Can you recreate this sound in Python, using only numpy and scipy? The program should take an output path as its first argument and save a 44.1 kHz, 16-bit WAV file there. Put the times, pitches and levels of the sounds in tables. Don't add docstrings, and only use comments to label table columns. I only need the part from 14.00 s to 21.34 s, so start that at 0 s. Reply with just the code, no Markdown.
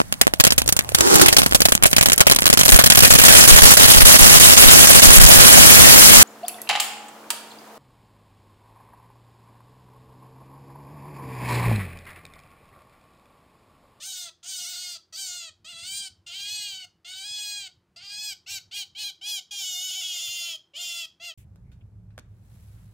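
import sys
import numpy as np
from scipy import signal
from scipy.fft import rfft, irfft
from scipy.io import wavfile
from scipy.ndimage import uniform_filter1d

SR = 44100
rng = np.random.default_rng(int(sys.argv[2]) if len(sys.argv) > 2 else 0)


def transcribe(u):
    v = np.clip(np.atleast_2d(u).T, -1, 1)
    q = np.round(v * 32767).astype(np.int16)
    wavfile.write(sys.argv[1], SR, q)


N = 323694
STEP = 32
CONTROL_S = np.arange(N // STEP + 2) * STEP / SR


def from_db(db):
    return 10 ** (np.asarray(db) / 20)


def unit_rms(x):
    return x / np.sqrt(np.mean(np.abs(x) ** 2) + 1e-20)


def wander(rate_hz, rows=1):
    sos = signal.butter(2, rate_hz, fs=SR / STEP, output="sos")
    return unit_rms(signal.sosfilt(sos, rng.standard_normal((rows, len(CONTROL_S) + 500)))[:, 500:])


def full_rate(control):
    return np.interp(np.arange(N) / STEP, np.arange(len(control)), control)


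def resonance(x, hz, width_hz):
    r = np.exp(-np.pi * width_hz / SR)
    poles = [1, -2 * r * np.cos(2 * np.pi * hz / SR), r * r]
    return signal.lfilter(np.array([1, 0, -1]) * (1 - r * r) / 2, poles, x)


# centre_hz, width_hz, level_db
ROOM_HUMS = [(166, 18, -81), (341, 42, -79.5)]


def room_tone(level_db=-75):
    hz = np.maximum(np.arange(N // 2 + 1) * SR / N, 1)
    colour_db = np.interp(np.log(hz), np.log([30, 85, 351, 976, 15600]), [-31, -3, -16, -15.5, -41.5])
    noise = irfft(rfft(rng.standard_normal(N)) * from_db(colour_db), N)
    hums = sum(from_db(db) * unit_rms(resonance(rng.standard_normal(N), centre_hz, width_hz))
               for centre_hz, width_hz, db in ROOM_HUMS)
    return from_db(level_db) * unit_rms(noise) + hums


# time_s, pitch_hz, level_db
SQUEAL_CONTOURS = [
    [(0., 590, -47.5), (.02, 600, -42.5), (.035, 715, -37.5), (.078, 783, -36.5), (.11, 758.4, -36),
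     (.23, 708, -37), (.3, 667, -45.5)],
    [(.428, 653, -48.5), (.49, 786, -35), (.59, 721, -34), (.71, 737, -36), (.83, 726.6, -36),
     (.93, 703.5, -37), (.975, 677, -42)],
    [(1.124, 639, -45.5), (1.156, 653, -37), (1.172, 763, -37), (1.2, 793, -33.5), (1.3, 715, -35),
     (1.356, 716, -36.5), (1.43, 679, -39), (1.5, 641, -45.5)],
    [(1.644, 606, -47), (1.7, 718, -41), (1.74, 664, -44), (1.82, 679, -41), (1.876, 756, -36),
     (1.98, 807.6, -32), (2.085, 770, -40)],
    [(2.263, 710, -42), (2.31, 683, -40.5), (2.364, 786, -36), (2.436, 807, -35), (2.53, 847, -32.5),
     (2.67, 817.6, -34.5), (2.75, 760, -38), (2.855, 740, -42.5)],
    [(3.045, 679, -46), (3.1, 739, -40), (3.233, 777.5, -38), (3.255, 827.6, -36.5), (3.34, 840, -34.5),
     (3.48, 828.8, -33.5), (3.58, 821, -35), (3.682, 755, -42)],
    [(3.96, 673, -44.5), (4.008, 714, -49), (4.024, 785, -45.5), (4.13, 820, -37.5), (4.224, 850, -34.5),
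     (4.29, 829, -32.5), (4.337, 767, -38.5)],
    [(5.508, 826, -36), (5.545, 808.5, -35.5), (5.59, 800, -32.5), (5.65, 752.4, -31.5), (5.764, 717, -32),
     (5.864, 748.7, -31.5), (5.985, 762, -32.5), (6.05, 744, -32), (6.16, 711, -32), (6.34, 699.7, -32.5),
     (6.47, 688, -32.5), (6.565, 644, -36)],
    [(6.734, 551, -53.5), (6.765, 602, -36), (6.79, 702, -36.5), (6.812, 712, -33.5), (6.9, 692, -33.5),
     (7.01, 682.7, -33.5), (7.06, 656, -38)],
]
# opening_s, opening_roughness, opening_subharmonic_db, roughness, subharmonic_db
SQUEAL_VOICES = [(.14, 0.48, -17, 0.27, -6.5), (.17, 0.42, -6, 0.22, -12), (0.083, 0.37, -3.5, 0.22, -16),
                 (0.25, 0.28, -17, 0.16, -17), (0.1, 0.33, -10, 0.14, -11), (0.2, 0.24, -15, 0.1, -16),
                 (0.2, 0.28, -9, 0.14, -20), (0.114, 0.2, -11.5, 0.07, -17), (0.15, 0.27, -9, 0.21, -10)]
# start_s, roughness, subharmonic_db
VOICE_CRACKS = [(.82, 0.2, -9), (2.751, 0.3, -17), (4.015, 0.55, -3), (4.06, 0.21, -5), (5.88, 0.21, -8),
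                (6.1, 0.2, -4)]


def squeals():
    for contour, (opening_s, roughness, sub_db, *settled) in zip(SQUEAL_CONTOURS, SQUEAL_VOICES):
        start_s, end_s = contour[0][0], contour[-1][0]
        cracks = [crack for crack in VOICE_CRACKS if start_s < crack[0] < end_s]
        yield contour, sorted([(start_s, roughness, sub_db), (start_s + opening_s, *settled)] + cracks)


# time_s, drop_percent
PITCH_DIPS = [(.655, 10.5), (0.744, 8.4), (0.774, 4.4), (5.048, 7.5), (5.327, 2), (5.646, 4), (5.9, 5.2),
              (5.944, 5.7), (6.023, 10.4), (6.203, 9.3), (6.276, 4.3)]


def fold_motion(contours, dip_s=.014, sag_percent=5.5, sag_s=.016):
    t = CONTROL_S
    time_s, pitch_hz, level_db = np.vstack(contours).T
    drop_percent = sum(depth * np.clip(1 - np.abs(t - at_s) / dip_s, 0, 1) for at_s, depth in PITCH_DIPS)
    drop_percent += sum(sag_percent * np.exp(-np.abs(c[-1][0] - t) / sag_s) for c in contours)
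    pitch_hz = np.interp(t, time_s, pitch_hz) * (1 - drop_percent / 100)
    return uniform_filter1d(pitch_hz, size=15), uniform_filter1d(np.interp(t, time_s, level_db), size=9)


def fold_state(voices, settle_s=.025, catch_db=1.8):
    start_s, *columns = np.vstack(voices).T
    current = np.maximum(np.searchsorted(start_s, CONTROL_S) - 1, 0)
    roughness, sub_db = [uniform_filter1d(c[current], size=int(settle_s * SR / STEP)) for c in columns]
    return np.clip(roughness * from_db(catch_db * wander(23)[0]), 0, 1), sub_db


def fold_partials(k, octaves, roughness, sub_db, burst_db=4.5, flicker_db=3.5):
    rows = len(k)
    odd_db = sub_db + 6 * np.minimum(octaves, .7) + burst_db * np.clip(2 * wander(11), -2, 1)
    odd_db += 2.5 * wander(20, rows)
    even_db = (1.5 + 5 * roughness) * wander(18, rows)
    lines = from_db(np.where(k % 2, np.minimum(odd_db, 0), even_db))
    lines *= from_db(flicker_db * np.maximum(octaves - 1, 0) * wander(8.8, rows))
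    smear = np.exp(1j * rng.normal(0, 1.6, (rows, 1)))
    air_db = -26 + 31 * roughness + 11.4 * np.minimum(octaves, 1.3)
    air = from_db(air_db) * (wander(360, rows) + 1j * wander(220, rows)) / 2
    return lines * smear + air


# frequency_hz, shut_db, half_open_db, open_db
TRACT_COLOUR = [(820, -15.5, -27, -22), (1746, -23.5, -16.5, -15), (2083, -14, -12.5, -16.5),
                (3282, 10.5, 2, -3), (3750, -10, -5, -6), (4940, -7, 1, -2.5), (5365, -6, -12.5, -9),
                (6100, -12.5, -12, -0.5), (7050, -8, -8, -7), (7900, -26, -13, -7), (8770, -19.5, -9, -6),
                (9820, -15.5, -26.5, -23.5), (10630, -27, -29, -22), (13000, -22, -28, -19),
                (15600, -27.5, -28, -22.5)]
# time_s, opening_fraction, tract_length_ratio, ring_hz, lift_db
POSTURES = [(.2, 1, 0.97, 3600, 5), (.52, 0.91, 0.98, 6200, 3.5), (.7, 0.87, 1.015, 3860, 5.5),
            (.87, 0.81, 1.007, 4700, 6), (1.17, 1, 1.024, 4800, 7), (1.331, 0.76, 1.033, 7000, 8.5),
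            (1.75, 0.64, 1.007, 8400, 5.5), (2.049, 0.62, 0.98, 8400, 5), (2.3, 0.34, 1.034, 2885, 1.5),
            (2.8, 0.68, 1.06, 2880, 6.5), (3.25, 0.58, 0.99, 3250, -0.5), (3.6, 0.52, 1.06, 7170, 5.5),
            (3.95, 0.59, 1.034, 5040, 7), (4.2, 0.6, 1.047, 5060, 13), (4.501, 0.96, 1.12, 2650, 10),
            (4.781, 0.3, 1.064, 4060, 1), (5.021, 0.25, 1.035, 4030, 10), (5.278, 0.2, 1, 7750, 0.5),
            (5.55, 0.12, 0.96, 6420, 6.5), (5.75, 0.086, 0.962, 6640, 9), (6.499, 0.093, 1.017, 6800, 3.5),
            (6.9, 0.044, 0.99, 7510, 9), (7.261, 0.2, 1.06, 7290, 3.5)]


def vocal_tract_db(hz, ring_octaves=.09):
    time_s, opening, length, *_ = np.transpose(POSTURES)
    opening, length, posture = [np.interp(CONTROL_S, time_s, c)
                                for c in (opening, length, np.arange(len(time_s)))]
    colour_hz, *shapes_db = np.transpose(TRACT_COLOUR)
    shut, half, wide = [np.interp(np.log(hz * length), np.log(colour_hz), db) for db in shapes_db]
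    blend = 2 * opening
    gain_db = np.where(blend < 1, shut + blend * (half - shut), half + (blend - 1) * (wide - half))
    for i, (*_, ring_hz, lift_db) in enumerate(POSTURES):
        crossfade = np.clip(1 - np.abs(posture - i), 0, 1)
        gain_db += crossfade * lift_db * np.exp(-(np.log2(hz / ring_hz) / ring_octaves) ** 2 / 2)
    return gain_db


def otter(fill_s=.027, jitter_rad=.075, tremble_rad=.28):
    t = CONTROL_S
    contours, voices = zip(*sorted([*squeals(), *yelps()], key=lambda call: call[0][0][0]))
    spans_s = [(c[0][0], c[-1][0]) for c in contours]
    pitch_hz, level_db = fold_motion(contours)
    roughness, sub_db = fold_state(voices)
    k = np.arange(2, 54)[:, None]
    hz = k * pitch_hz / 2
    octaves = np.log2(hz / 3000)
    onset = sum(np.exp(-np.maximum(t - start, 0) / fill_s) * (t >= start) for start, _ in spans_s)
    thin_db = 4 * onset * np.minimum(octaves, 0)
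    effort_db = .6336 * (level_db + 36) * octaves
    colour = from_db(vocal_tract_db(hz) + thin_db + effort_db) * (hz < CUTOFF_HZ + 500)
    partials = colour * fold_partials(k, octaves, roughness, sub_db)
    power = uniform_filter1d(np.sum(np.abs(partials) ** 2, axis=0) / 2, size=24)
    gate = sum(np.clip(np.minimum(2 * (t - start), end + .003 - t) / .009, 0, 1)
               for start, end in spans_s)
    partials *= gate * from_db(level_db) / np.sqrt(power)
    timing_rad = roughness * (jitter_rad * wander(230)[0] + tremble_rad * wander(60)[0])
    half_pitch = np.exp(1j * (np.cumsum(np.pi * full_rate(pitch_hz) / SR) + full_rate(timing_rad)))
    carrier, out = half_pitch, np.zeros(N)
    for partial in partials:
        carrier = carrier * half_pitch
        out += (full_rate(partial) * carrier).real
    return out


# low_hz, high_hz, t60_s, gain_db
REVERB_BANDS = [(290, 1550, 0.17, -30.5), (3130, 6000, 0.25, -37.5), (5950, 22000, 0.15, -37)]


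def room_reverb(x):
    t = np.arange(SR // 2) / SR
    onset = np.clip(t / .007 - .5, 0, 1)
    response = np.zeros(len(t))
    for low_hz, high_hz, t60_s, gain_db in REVERB_BANDS:
        sos = signal.butter(2, [low_hz, high_hz], "band", fs=SR, output="sos")
        band = signal.sosfilt(sos, rng.standard_normal(len(t)))
        response += band * from_db(gain_db - 60 * t / t60_s) * onset
    return signal.fftconvolve(x, response)[:N]


# time_s, level_db
RUMBLE_LEVELS = [(1.5, -78.5), (1.6, -66.5), (2.5, -67), (3.102, -77), (4.7, -69.5), (4.9, -75),
                 (6.9, -105), (7.1, -79)]


def handling_rumble(lump_db=4.7):
    time_s, level_db = np.transpose(RUMBLE_LEVELS)
    envelope = from_db(np.interp(np.arange(N) / SR, time_s, level_db) + lump_db * full_rate(wander(18)[0]))
    noise = rng.standard_normal(N)
    low = resonance(resonance(noise, hz=97, width_hz=24), hz=72, width_hz=45)
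    high = resonance(resonance(noise, hz=155, width_hz=25), hz=160, width_hz=150)
    return envelope * unit_rms(low + .42 * high)


# start_s, gain_db
HANDLING_THUDS = [(3.302, -47), (3.77, -53), (4.506, -48), (4.568, -48), (6.278, -46)]


def handling_thuds(pitch_hz=103, t60_s=.084, attack_s=.012):
    out = np.zeros(N)
    for start_s, gain_db in HANDLING_THUDS:
        t = np.maximum(np.arange(N) / SR - start_s, 0)
        envelope = from_db(gain_db - 60 * t / t60_s) * np.minimum(t / attack_s, 1)
        out += envelope * np.sin(2 * np.pi * pitch_hz * t)
    return out


def arch(progress, start, top, end, crest, rise_bend, fall_bend):
    rise = np.clip(1 - progress / crest, 0, 1) ** rise_bend
    fall = np.clip((progress - crest) / (1 - crest), 0, 1) ** fall_bend
    return top + (start - top) * rise + (end - top) * fall


# start_s, length_s, crest_db, start_hz, crest_hz, end_hz, roughness, subharmonic_db
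YELP_CALLS = [(4.461, 0.13, -33.5, 655.3, 801, 762, 0.49, 3),
              (4.71, .13, -32.5, 648, 821, 769.6, 0.52, -1.5),
              (4.948, 0.16, -32, 727.6, 855, 780.5, 0.5, -4.5),
              (5.211, .19, -30.5, 721, 844, 755.3, 0.22, -12.5),
              (7.197, 0.13, -37.5, 640, 701, 630, 0.25, -20)]


def yelps():
    progress = np.linspace(0, 1, 16)
    for start_s, length_s, crest_db, *arch_hz, roughness, sub_db in YELP_CALLS:
        pitch_hz = arch(progress, *arch_hz, crest=.5, rise_bend=2.8, fall_bend=1.5)
        level_db = crest_db + arch(progress, -15, 0, -7, crest=.65, rise_bend=2.76, fall_bend=2.76)
        clear, rough = (.35 * roughness, sub_db - 12), (roughness, sub_db)
        states = [(start_s + at * length_s, *state)
                  for at, state in [(0, clear), (.24, rough), (.52, clear)]]
        yield np.c_[start_s + progress * length_s, pitch_hz, level_db], states


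def scene():
    voice = otter()
    mono = voice + room_reverb(voice) + room_tone() + handling_rumble() + handling_thuds()
    return np.tile(mono, (2, 1))


CUTOFF_HZ = 15720


def record(dry):
    return signal.sosfilt(signal.ellip(12, .3, 75, CUTOFF_HZ, fs=SR, output="sos"), dry)


dry = scene()
out = record(dry)
transcribe(out)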